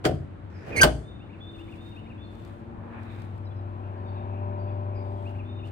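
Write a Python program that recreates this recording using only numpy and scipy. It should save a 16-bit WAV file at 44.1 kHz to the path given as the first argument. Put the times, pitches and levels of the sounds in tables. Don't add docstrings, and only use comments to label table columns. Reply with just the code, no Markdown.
import sys
import numpy as np
from scipy import signal
from scipy.fft import rfft, irfft, next_fast_len
from scipy.io import wavfile
from scipy.ndimage import uniform_filter1d, map_coordinates

SR = 44100
rng = np.random.default_rng(int(sys.argv[2]) if len(sys.argv) > 2 else 0)


def master(y):
    cut = np.clip(np.atleast_2d(y).T, -1, 1)
    pcm = np.round(cut * 32767)
    wavfile.write(sys.argv[1], SR, pcm.astype(np.int16))


N = 251811
T = np.arange(N) / SR


def undb(db):
    return 10 ** (np.asarray(db) / 20)


def unit(x):
    return x / np.sqrt(np.mean(x ** 2))


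def curves(rows):
    time_s, *columns = np.transpose(rows)
    return [np.interp(T, time_s, column) for column in columns]


def at(points, hz):
    f, value = np.transpose(points)
    return np.interp(np.log(hz + 1e-3), np.log(f), value)


def colour(x, points):
    size = next_fast_len(x.shape[-1])
    hz = np.arange(size // 2 + 1) * SR / size
    spectrum = rfft(x, size) * undb(at(points, hz))
    return irfft(spectrum, size)[..., :x.shape[-1]]


def walk(rate_hz):
    step = int(SR / rate_hz)
    knots = rng.standard_normal(N // step + 2)
    drift = np.interp(np.arange(N) / step, np.arange(N // step + 2), knots)
    return 1.22 * uniform_filter1d(drift, step // 2)


def add(out, start_s, x):
    i = int(start_s * SR)
    out[..., i:i + x.shape[-1]] += x[..., :N - i]


def sine(hz):
    return np.sqrt(2) * np.sin(2 * np.pi * np.cumsum(hz) / SR)


def stack(hz, orders, flutter_db=0, flutter_hz=5):
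    phase = 2 * np.pi * np.cumsum(hz) / SR
    out = 0
    for multiple, db in orders:
        level = undb(db + flutter_db * walk(flutter_hz))
        partial = np.sqrt(2) * np.sin(multiple * phase + rng.uniform(0, 2 * np.pi))
        out = out + level * partial * (multiple * hz < SR / 2)
    return out


def swell(centre_s, half_width_s, db):
    return undb(db) * np.exp(-((T - centre_s) / half_width_s) ** 2)


def ports(x, lag_ms, left_db):
    late = map_coordinates(x, [np.arange(N) - lag_ms * 1e-3 * SR], order=3)
    return np.array([x * undb(left_db / 2), late * undb(-left_db / 2)])


def diffuse(size, split_hz):
    a, b = rng.standard_normal((2, size))
    highpass = signal.butter(1, min(split_hz, SR / 4), "high", fs=SR, output="sos")
    b = signal.sosfilt(highpass, b)
    return np.array([a + b, a - b])


def ring(spectrum, t60s, split_hz, seconds=1):
    t = T[:int(seconds * SR)]
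    spectra = rfft(colour(diffuse(len(t), split_hz), spectrum))
    hz = np.arange(len(t) // 2 + 1) * SR / len(t)
    octave = np.log2(np.clip(hz, 32, 16384))
    out = 0
    for k in range(5, 15):
        band = irfft(spectra * np.maximum(1 - abs(octave - k), 0), len(t))
        out = out + band * np.exp(-np.log(1000) * t / at(t60s, 2 ** k))
    return out / np.sqrt(np.sum(out ** 2) / 2)


def scatter(x, tail):
    return signal.fftconvolve(np.atleast_2d(x), tail, axes=1)[:, :N]


# [dB per Hz, relative]
AIR = [(15, -55.5), (25, -30.5), (48, -3), (75, -0.5), (100, 4), (140, -5.5), (175, -4), (250, -8.5),
       (295, -8), (480, -16), (1580, -25), (2630, -34.5), (4000, -43), (5500, -56.5), (9000, -56),
       (12000, -72)]


def air(low_db=-44, high_db=-56, left_db=3):
    noise = colour(diffuse(N, split_hz=330), AIR)
    low = signal.sosfiltfilt(signal.butter(2, 500, fs=SR, output="sos"), noise)
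    balance_db = np.array([[left_db], [-left_db]]) / 2
    rumble = unit(low) * undb(low_db + 0.36 * walk(27) + balance_db)
    hiss = unit(noise - low) * undb(high_db + 0.21 * walk(3.4))
    return rumble + hiss


# [dB per Hz, relative]
ROAR = [(100, -7), (300, -5), (480, -9), (640, 4), (1000, 5), (1350, -5), (1700, -10.5), (2050, -23),
        (2450, -14), (3100, -26.5), (4000, -39.5), (9000, -71.5)]


def road_roar(nearest_s=4.38, half_power_s=0.53, peak_db=-47.5):
    distance = np.hypot(1, (T - nearest_s) / half_power_s)
    noise = unit(colour(rng.standard_normal(N), ROAR))
    return noise * undb(peak_db + 1.1 * walk(6)) / distance


# [dB, relative]
FAR_ORDERS = [(3, -1), (6, 0.5), (8, -2), (9, -1), (12, -14), (13, -14.5), (15, -15.5), (20, -14),
              (22, -16), (25, -16.5), (27, -15.5)]
# time_s [s], level_db [dB]
FAR_LEVEL = [(1.1, -65.5), (1.6, -51), (2.4, -54.5), (3.2, -49.5), (4, -56.5), (5, -49.5)]


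def far_engine(start_hz=35.37, rise_hz_per_s=1.04):
    shaft_hz = (start_hz + rise_hz_per_s * T) * (1 + .002 * walk(13))
    level_db, = curves(FAR_LEVEL)
    return stack(shaft_hz, FAR_ORDERS, flutter_db=3.5, flutter_hz=2.4) * undb(level_db)


# [dB, scales the exhaust partials]
DRONE = [(1.1, -49, -69.5), (2.6, -48, -65.5), (3.4, -36, -65), (4.05, -37, -50), (4.5, -32.5, -48),
         (5.1, -32, -48), (5.5, -37, -59)]
# time_s [s], firing_hz [Hz]
FIRING = [(1.3, 95.93), (3.1, 98.18), (4, 97.3), (4.4, 98.6), (5.7, 98.16)]
# [dB, relative]
EXHAUST = [(2, -10), (3, -14.5), (4, -3), (5, -11.5), (5.5, -14), (5.75, -12), (6, 1), (6.75, -11),
           (7, -9.5), (7.75, -6.5), (8, -8), (9, -10), (9.5, -9.5), (10.25, -8.5), (11, -11.5)]


def drone():
    level_db, upper_db = curves(DRONE)
    firing_hz, = curves(FIRING)
    firing_hz = firing_hz * (1 + 0.0019 * walk(14))
    tone = sine(firing_hz) * undb(level_db + 0.28 * walk(10))
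    return tone + stack(firing_hz, EXHAUST, flutter_db=3.0, flutter_hz=4) * undb(upper_db)


def engines():
    return ports(drone() + far_engine() + road_roar(), lag_ms=0.42, left_db=4.5)


def note(hz, db, rasp, edge=.5):
    hz = hz * (1 + rasp * walk(780)[:len(hz)])
    return undb(db) * signal.windows.tukey(len(hz), edge) * sine(hz)


def glide(length_s, start_hz, middle_hz, end_hz):
    bend = np.polyfit([0, .5, 1], [start_hz, middle_hz, end_hz], 2)
    return np.polyval(bend, np.linspace(0, 1, int(length_s * SR)))


def calls(rows, length_s, fall, rasp):
    out = np.zeros(N)
    for start_s, hz, db in rows:
        pitch_hz = glide(length_s, hz, hz * (1 - fall / 4), hz * (1 - fall))
        add(out, start_s, note(pitch_hz, db, rasp, edge=0.92))
    return out


def trees(dry_birds, direct_db, echo_db, echo_t60_s):
    t60s = [(500, echo_t60_s), (8000, echo_t60_s)]
    echo = ring([(500, 0.0057), (8000, 0.016)], t60s, split_hz=500)
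    direct = ports(dry_birds, lag_ms=0.074, left_db=1.5)
    return undb(direct_db) * direct + undb(echo_db) * scatter(dry_birds, echo)


# start_s [s], pitch_hz [Hz], level_db [dB before trees]
HOARSE = [(3.79, 2586, -60.5), (3.9, 1748, -55.5), (4.12, 2500, -59), (4.29, 2555, -55.5),
          (4.63, 2500, -58.5), (4.9, 2310, -56)]


def hoarse_bird():
    dry_calls = calls(HOARSE, length_s=.14, fall=.04, rasp=.07)
    return trees(dry_calls, direct_db=-6.5, echo_db=-5.5, echo_t60_s=0.7)


# start_s [s], pitch_hz [Hz], level_db [dB before trees]
CHIPS = [(.53, 5180, -59), (2.22, 4380, -58.5), (3.07, 3755, -56.5), (3.95, 4660, -68.5), (4.04, 3700, -59),
         (4.055, 4600, -62), (4.14, 3810, -59), (4.57, 4760, -62.5), (4.66, 3500, -63.5), (4.68, 4840, -70),
         (4.94, 4900, -57), (5.0, 3810, -66), (5.15, 3410, -63)]


def chipping_birds():
    dry_calls = calls(CHIPS, length_s=0.065, fall=.1, rasp=0.024)
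    return trees(dry_calls, direct_db=-8.5, echo_db=-7.5, echo_t60_s=0.61)


# start_s [s], pitch_hz [Hz], level_db [dB before trees]
PIPS = [(3.445, 5070, -66), (3.462, 3975, -59.5), (3.503, 3450, -64.5), (3.558, 5050, -69),
        (3.585, 3960, -69)]


def pipping_bird():
    dry_calls = calls(PIPS, length_s=0.026, fall=0.017, rasp=.006)
    return trees(dry_calls, direct_db=-1.0, echo_db=-8.0, echo_t60_s=0.4)


# start_s [s], stretch [ratio], whistle_length_s [s], whistle_hz [Hz],
# whistle_db [dB before trees], slurs_db [dB before trees], max_slurs [count]
SONG = [(1.024, 0.96, 0.21, 3610, -63, -58.5, 3), (1.399, 1.01, 0.11, 3568, -49.5, -54.5, 3),
        (1.775, 1.02, 0.16, 3657, -59.5, -57.5, 7), (2.175, 1, 0.089, 3550, -56, -57, 0),
        (5.07, 1, 0.091, 3560, -77.5, -55, 3), (5.44, 1.03, 0.23, 3610, -63, -52.5, 1)]
# [dB over slurs_db, before scatter]
PHRASE = [(0.178, 0.048, 2312, 2790, 2990, 1.5), (0.274, 0.029, 1960, 2370, 2640, 1),
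          (0.314, .034, 2873, 2633, 2130, 3)]
# start_s [s], pitch_hz [Hz], level_db [dB before trees]
GRACE_NOTES = [(1.54, 2950, -55.5), (1.918, 2950, -58), (5.586, 2950, -54.5)]


def songbird():
    scoop_hz, scoop_s, waver_db = 299, 0.015, 2.8
    slur_scatter, slur_scatter_db = .015, 1.5
    song = calls(GRACE_NOTES, length_s=.026, fall=0.21, rasp=0.019)
    for start_s, stretch, held_s, hz, whistle_db, slurs_db, max_slurs in SONG:
        pitch_hz = hz - scoop_hz * np.exp(-T[:int(held_s * SR)] / scoop_s)
        waver = walk(45)[:len(pitch_hz)]
        whistle = note(pitch_hz * (1 + .003 * waver), whistle_db + waver_db * waver, rasp=.006, edge=.2)
        add(song, start_s, whistle)
        for offset_s, length_s, start_hz, middle_hz, end_hz, db in PHRASE[:round(max_slurs)]:
            sharp, loud = rng.standard_normal(2)
            pitch_hz = glide(length_s, start_hz, middle_hz, end_hz) * (1 + slur_scatter * sharp)
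            slur = note(pitch_hz, slurs_db + db + slur_scatter_db * loud, rasp=0.014, edge=0.52)
            add(song, start_s + stretch * offset_s, slur)
    return trees(song, direct_db=-3.5, echo_db=-5.0, echo_t60_s=0.99)


# centre_s [s], half_width_s [s], level_db [dB]
RUSTLES = [(0.668, 0.018, -60), (1.775, 0.31, -61), (2.453, 0.15, -59.5), (3.175, 0.19, -60),
           (5.235, 0.17, -62), (5.67, 0.025, -54.5)]
# [dB, relative]
CLOTH = [(300, 13.5), (1600, 2.5), (3500, 1), (6000, -12.5), (9000, -8.5), (11000, -20.5), (15000, -14)]


def rustles(folds_db=1.5, crackle_db=2.0):
    bouts = sum(swell(*bout) for bout in RUSTLES) * undb(folds_db * walk(35))
    crackle = diffuse(N, split_hz=600) * undb(crackle_db * walk(400))
    return bouts * unit(colour(crackle, CLOTH))


# centre_s [s], half_width_s [s], level_db [dB before shared peaks], centre_hz [Hz]
SWISHES = [(2.48, 0.07, -62, 2094), (2.865, 0.17, -50, 940), (2.975, 0.089, -48.5, 1630),
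           (3.134, 0.16, -54.5, 2110)]
# [dB, relative]
SWISH = [(.12, -18), (.35, 4), (.62, 1.5), (1, 0), (1.45, -8), (1.9, -12), (2.6, -36), (7, -60)]
# hz [Hz], gain_db [dB]
SWISH_PEAKS = [(1100, 1), (1350, 0), (1750, 1.5), (2050, -3), (2450, 5), (3100, -8.5), (3700, 3),
               (4600, -3.5)]


def sleeve(catch_db=1.2, grain_db=2):
    strokes = 0
    for centre_s, half_width_s, db, centre_hz in SWISHES:
        fibres = diffuse(N, split_hz=610) * undb(catch_db * walk(55) + grain_db * walk(600))
        spectrum = [(centre_hz * k, gain_db) for k, gain_db in SWISH]
        strokes = strokes + swell(centre_s, half_width_s, db) * unit(colour(fibres, spectrum))
    return colour(strokes, SWISH_PEAKS)


# start_s [s], level_db [dB before gain_db]
TICKS = [(2.353, -52), (2.45, -44), (3.033, -48), (3.22, -45), (3.38, -52), (5.293, -57), (5.311, -57)]


def ticks(t60_s=.014, gain_db=9):
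    out = np.zeros((2, N))
    spectrum = [(800, 1), (4500, 2), (7000, -5), (15000, -12)]
    for start_s, db in TICKS:
        click = ring(spectrum, [(500, t60_s), (8000, t60_s)], split_hz=3000, seconds=.04)
        add(out, start_s, undb(db + gain_db) * click)
    return out


# time_s [s], level_db [dB]
PRESS = [(.45, -71.5), (.57, -55.5), (.7, -40.5), (.82, -24.5), (.86, -57)]
# [dB, relative]
PRESS_COLOUR = [(30, -7.5), (80, 12), (250, 6.5), (450, 6), (750, -2.5), (1200, -17), (1800, -10),
                (2700, -18.5), (4000, -33.5), (12000, -49.5)]


def press():
    level_db, = curves(PRESS)
    pushing = (T > PRESS[0][0]) * (T < PRESS[-1][0])
    rubbing = unit(colour(diffuse(N, split_hz=560), PRESS_COLOUR))
    return rubbing * undb(level_db + 2 * walk(82)) * pushing


# centre_s [s], half_width_s [s], level_db [dB]
CREAKS = [(.689, .02, -43.5), (0.776, .025, -36.5)]
# [dB, relative]
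CREAK_COLOUR = [(200, -16.5), (520, -2), (760, 6), (1000, -4), (1300, -13.5), (2000, -16.5), (2550, -3.5),
                (3500, -27.5), (5200, -27.5), (7000, -33.5), (15000, -40)]


def grains(per_s, scatter_db):
    hits = rng.random(N) < per_s / SR
    sizes = undb(scatter_db * np.clip(rng.standard_normal(N), -2, 2))
    return unit(hits * sizes * rng.choice([-1, 1], N))


def creaks(slips_per_s=750, t60_s=0.023):
    spring = ring(CREAK_COLOUR, [(500, t60_s), (8000, t60_s)], split_hz=450, seconds=0.044)
    slips = grains(slips_per_s, scatter_db=0.5) * sum(swell(*creak) for creak in CREAKS)
    return scatter(slips, spring)


# [dB, relative]
SCRAPE_COLOUR = [(300, -20), (1000, -5), (1400, -0.5), (1800, 1.5), (2100, -6), (2500, -5), (3100, -20.5),
                 (5500, -19), (12000, -41)]


def scrape(start_s=0.5, end_s=.825, start_db=-62, rise_db_per_s=57, grain_db=2):
    sliding = (T > start_s) * (T < end_s)
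    level_db = start_db + rise_db_per_s * (np.minimum(T, end_s) - start_s)
    grit = diffuse(N, split_hz=700) * undb(grain_db * walk(500))
    return sliding * undb(level_db) * unit(colour(grit, SCRAPE_COLOUR))


# [dB, relative]
OVERTONES = [(3100, -12.5), (3700, -12), (4500, 0.5), (4950, 1.5), (5400, -6), (6150, 1.5), (6700, -8),
             (7900, -9.5), (8900, 0), (10800, -9.5), (13500, -5.5), (15500, -11)]


def squeal(rows, lag_ms, left_db):
    scrape_db, scatter_db = -5, -14
    hz, tone_db, overtones_db = curves(rows)
    hz = hz * (1 + .024 * walk(1500) + 0.011 * walk(250))
    sounding = (T > rows[0][0]) * (T < rows[-1][0])
    harmonics = stack(hz, [(k, 0) for k in range(2, 11)], flutter_db=3.5, flutter_hz=160)
    slips = unit(harmonics) + undb(scrape_db) * rng.standard_normal(N)
    rasp = 1 + .26 * walk(1100)
    tone = undb(tone_db + 1.1 * walk(300)) * sine(hz) * rasp * sounding
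    edge = undb(overtones_db) * unit(colour(slips, OVERTONES)) * sounding
    gap = ring([(500, 0.0022), (8000, 0.0017)], [(500, 0.16), (8000, 0.07)], split_hz=460, seconds=0.18)
    direct = ports(tone, lag_ms, left_db) + ports(edge, lag_ms=.036, left_db=-1.5)
    return direct + undb(scatter_db) * scatter(tone + edge, gap)


# time_s [s], pitch_hz [Hz], level_db [dB], overtones_db [dB]
SQUEAL_HIGH = [(.718, 2490, -50, -76), (.73, 2450, -41, -74), (.756, 2400, -44, -62),
               (.764, 2220, -28, -36), (.77, 2160, -31, -32), (.777, 2160, -24, -33),
               (.795, 2199, -23.5, -35), (.802, 2330, -19.5, -40), (.805, 2600, -29, -43),
               (.811, 2950, -31, -42)]
# time_s [s], pitch_hz [Hz], level_db [dB], overtones_db [dB]
SQUEAL_LOW = [(.799, 1690, -38, -55), (.81, 1660, -26, -34), (.8135, 1635, -16, -17),
              (.819, 1575, -13, -16.5), (.8235, 1540, -9, -17.5), (.8275, 1545, -9.5, -32),
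              (.835, 1565, -9, -29), (.84, 1545, -22, -38)]


def latch_squeals():
    high = squeal(SQUEAL_HIGH, lag_ms=.11, left_db=-6.5)
    return high + squeal(SQUEAL_LOW, lag_ms=.21, left_db=-0.5)


# start_s [s], level_db [dB]
HEAVES = [(.057, -16.5), (0.837, -15)]


def heaves(pitch_hz=150.2, peak_s=.004):
    out, t = np.zeros(N), T[:SR // 8]
    envelope = t / peak_s * np.exp(1 - t / peak_s)
    for start_s, db in HEAVES:
        add(out, start_s, -undb(db) * np.sin(2 * np.pi * pitch_hz * t) * envelope)
    return ports(out, lag_ms=.1, left_db=2.5)


def rebounds(start_s, first_db, gap_s, fade_db, count):
    k = np.arange(count)
    gaps_s = gap_s * 1.1 ** k
    return zip(start_s + np.cumsum(gaps_s) - gaps_s, first_db - fade_db * k)


# [dB before tilt, relative]
LATCH = [(100, -15), (700, 1.5), (1100, 2.5), (1500, 9), (2400, -0.5), (3300, 4.5), (3900, -5.5),
         (4700, 2.5), (5700, -8), (9000, -8.5), (12000, -19.5), (16000, -14)]


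def clack(level_db, tilt_db_per_octave=0):
    t60_s, gain_db, grain_db = 0.077, 2, 3
    steel = [(hz, db + tilt_db_per_octave * np.log2(hz / 3000)) for hz, db in LATCH]
    crack = ring(steel, [(1000, t60_s), (12000, t60_s)], split_hz=200, seconds=0.079)
    return undb(level_db + gain_db) * crack * undb(grain_db * walk(700)[:crack.shape[1]])


# start_s [s], level_db [dB before clack gain], fade_db [dB per rebound],
# tilt_db_per_octave [dB per octave]
STRIKES = [(0.042, -11, 5.5, -3), (0.0513, -0.5, 9, -1.5), (0.0602, -13, 1.5, 1), (0.8318, 8, 9, 3),
           (.8358, 3.5, 7, -1.5), (0.842, -11, 6, -1.5), (.871, -20, 3, 3.5)]


def latch_strikes():
    out = np.zeros((2, N))
    for start_s, first_db, fade_db, tilt_db_per_octave in STRIKES:
        for hit_s, db in rebounds(start_s, first_db, .003, fade_db, count=4):
            add(out, hit_s, clack(db, tilt_db_per_octave))
    return out


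# hz [Hz], level_db [dB, relative], t60_s [s]
PANEL = [(59.54, -13.5, 0.55), (85, -16, 0.72), (113.1, -15.5, 0.55), (147, -14.5, 0.64), (176, -14, 0.38),
         (247, -18.5, 0.22), (272, -21.5, 0.48), (333, -8.5, 0.15), (370, -6, 0.11), (440, -5.5, 0.12),
         (492.5, -11.5, 0.11), (531, -13, 0.17), (575, -9.5, 0.13), (612.3, -2.5, 0.12), (671.5, -4, 0.14),
         (737, -7, 0.15), (807, -12, 0.13), (991, -13.5, 0.12), (1250, -17, 0.096), (1544, -11, 0.1)]
# [dB, relative]
BODY = [(25, -35), (55, -4.5), (120, -1.5), (230, -4.5), (400, -1), (640, 5), (800, -3), (1100, -7.5),
        (2000, -6), (4000, -21), (16000, -53.5)]
# hz [Hz], t60_s [s]
BODY_T60 = [(60, 0.54), (150, 0.34), (300, 0.34), (600, 0.079), (1200, 0.15), (8000, 0.081)]
# start_s [s], thud_db [dB, relative], dull_hz [Hz, dulls above], fade_db [dB per bounce]
LANDINGS = [(0.0458, -14, 685, 5.5), (0.0557, -4.5, 663, 5), (0.0651, -10.5, 636, 9.5),
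            (.0875, -13, 510, 4), (0.113, -16.5, 561, 8.5), (.137, -17, 265, 5.5), (0.8332, -10, 1410, 2),
            (0.8398, -3.5, 1290, 11.5), (0.8462, -4, 1010, 3.5), (.893, -18.5, 700, 12)]


def panel_landings(modes_db=-13, body_db=11, knock_db=-5, rattle_db=-13, left_db=3, lag_ms=0.25):
    out = np.zeros((2, N))
    age_s = np.maximum(T[:SR] - np.array([[0], [lag_ms * 1e-3]]), 0)
    modes = np.array([undb(db) * np.sin(2 * np.pi * hz * age_s) * np.exp(-np.log(1000) * age_s / t60_s)
                      for hz, db, t60_s in PANEL])
    sides = undb(np.array([[left_db], [-left_db]]) / 2)
    for start_s, first_db, dull_hz, fade_db in LANDINGS:
        cycles = dull_hz * age_s
        knock = -np.sin(1.4 * np.pi * cycles) * 2 * cycles * np.exp(1 - 2 * cycles)
        contact = signal.butter(2, [42, dull_hz], "band", fs=SR, output="sos")
        for hit_s, thud_db in rebounds(start_s, first_db, .0068, fade_db, count=3):
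            signs = rng.choice([-1, 1], len(PANEL))
            panel = undb(modes_db) * np.tensordot(signs, modes, 1)
            body = undb(body_db) * ring(BODY, BODY_T60, split_hz=450)
            boom = signal.sosfilt(contact, panel + body + undb(knock_db) * knock)
            add(out, hit_s, sides * undb(thud_db) * boom)
            add(out, hit_s, clack(thud_db + rattle_db))
    return out


def driveway(x, wet_db, delay_s=.012):
    spectrum = [(60, 2), (800, 0.0), (1550, 2), (2600, 1), (5000, -5.0), (10000, -6.0), (14000, -12.5)]
    t60s = [(100, 0.8), (1500, 0.17), (5000, 0.35), (9000, 0.48), (14000, 0.17)]
    tail = ring(spectrum, t60s, split_hz=320)
    out = x.copy()
    add(out, delay_s, undb(wet_db) * scatter(x, tail))
    return out


def scene():
    birds = hoarse_bird() + chipping_birds() + pipping_bird() + songbird()
    clothes = rustles() + sleeve() + ticks()
    hood = press() + creaks() + scrape() + heaves() + latch_strikes() + panel_landings()
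    car = driveway(hood, wet_db=-18.5) + driveway(latch_squeals(), wet_db=-26.0)
    return air() + engines() + birds + clothes + car


def record(dry):
    rounded = dry / (1 + dry ** 6) ** (1 / 6)
    return signal.sosfilt(signal.ellip(10, .2, 70, 15600, fs=SR, output="sos"), rounded)


dry = scene()
out = record(dry)
master(out)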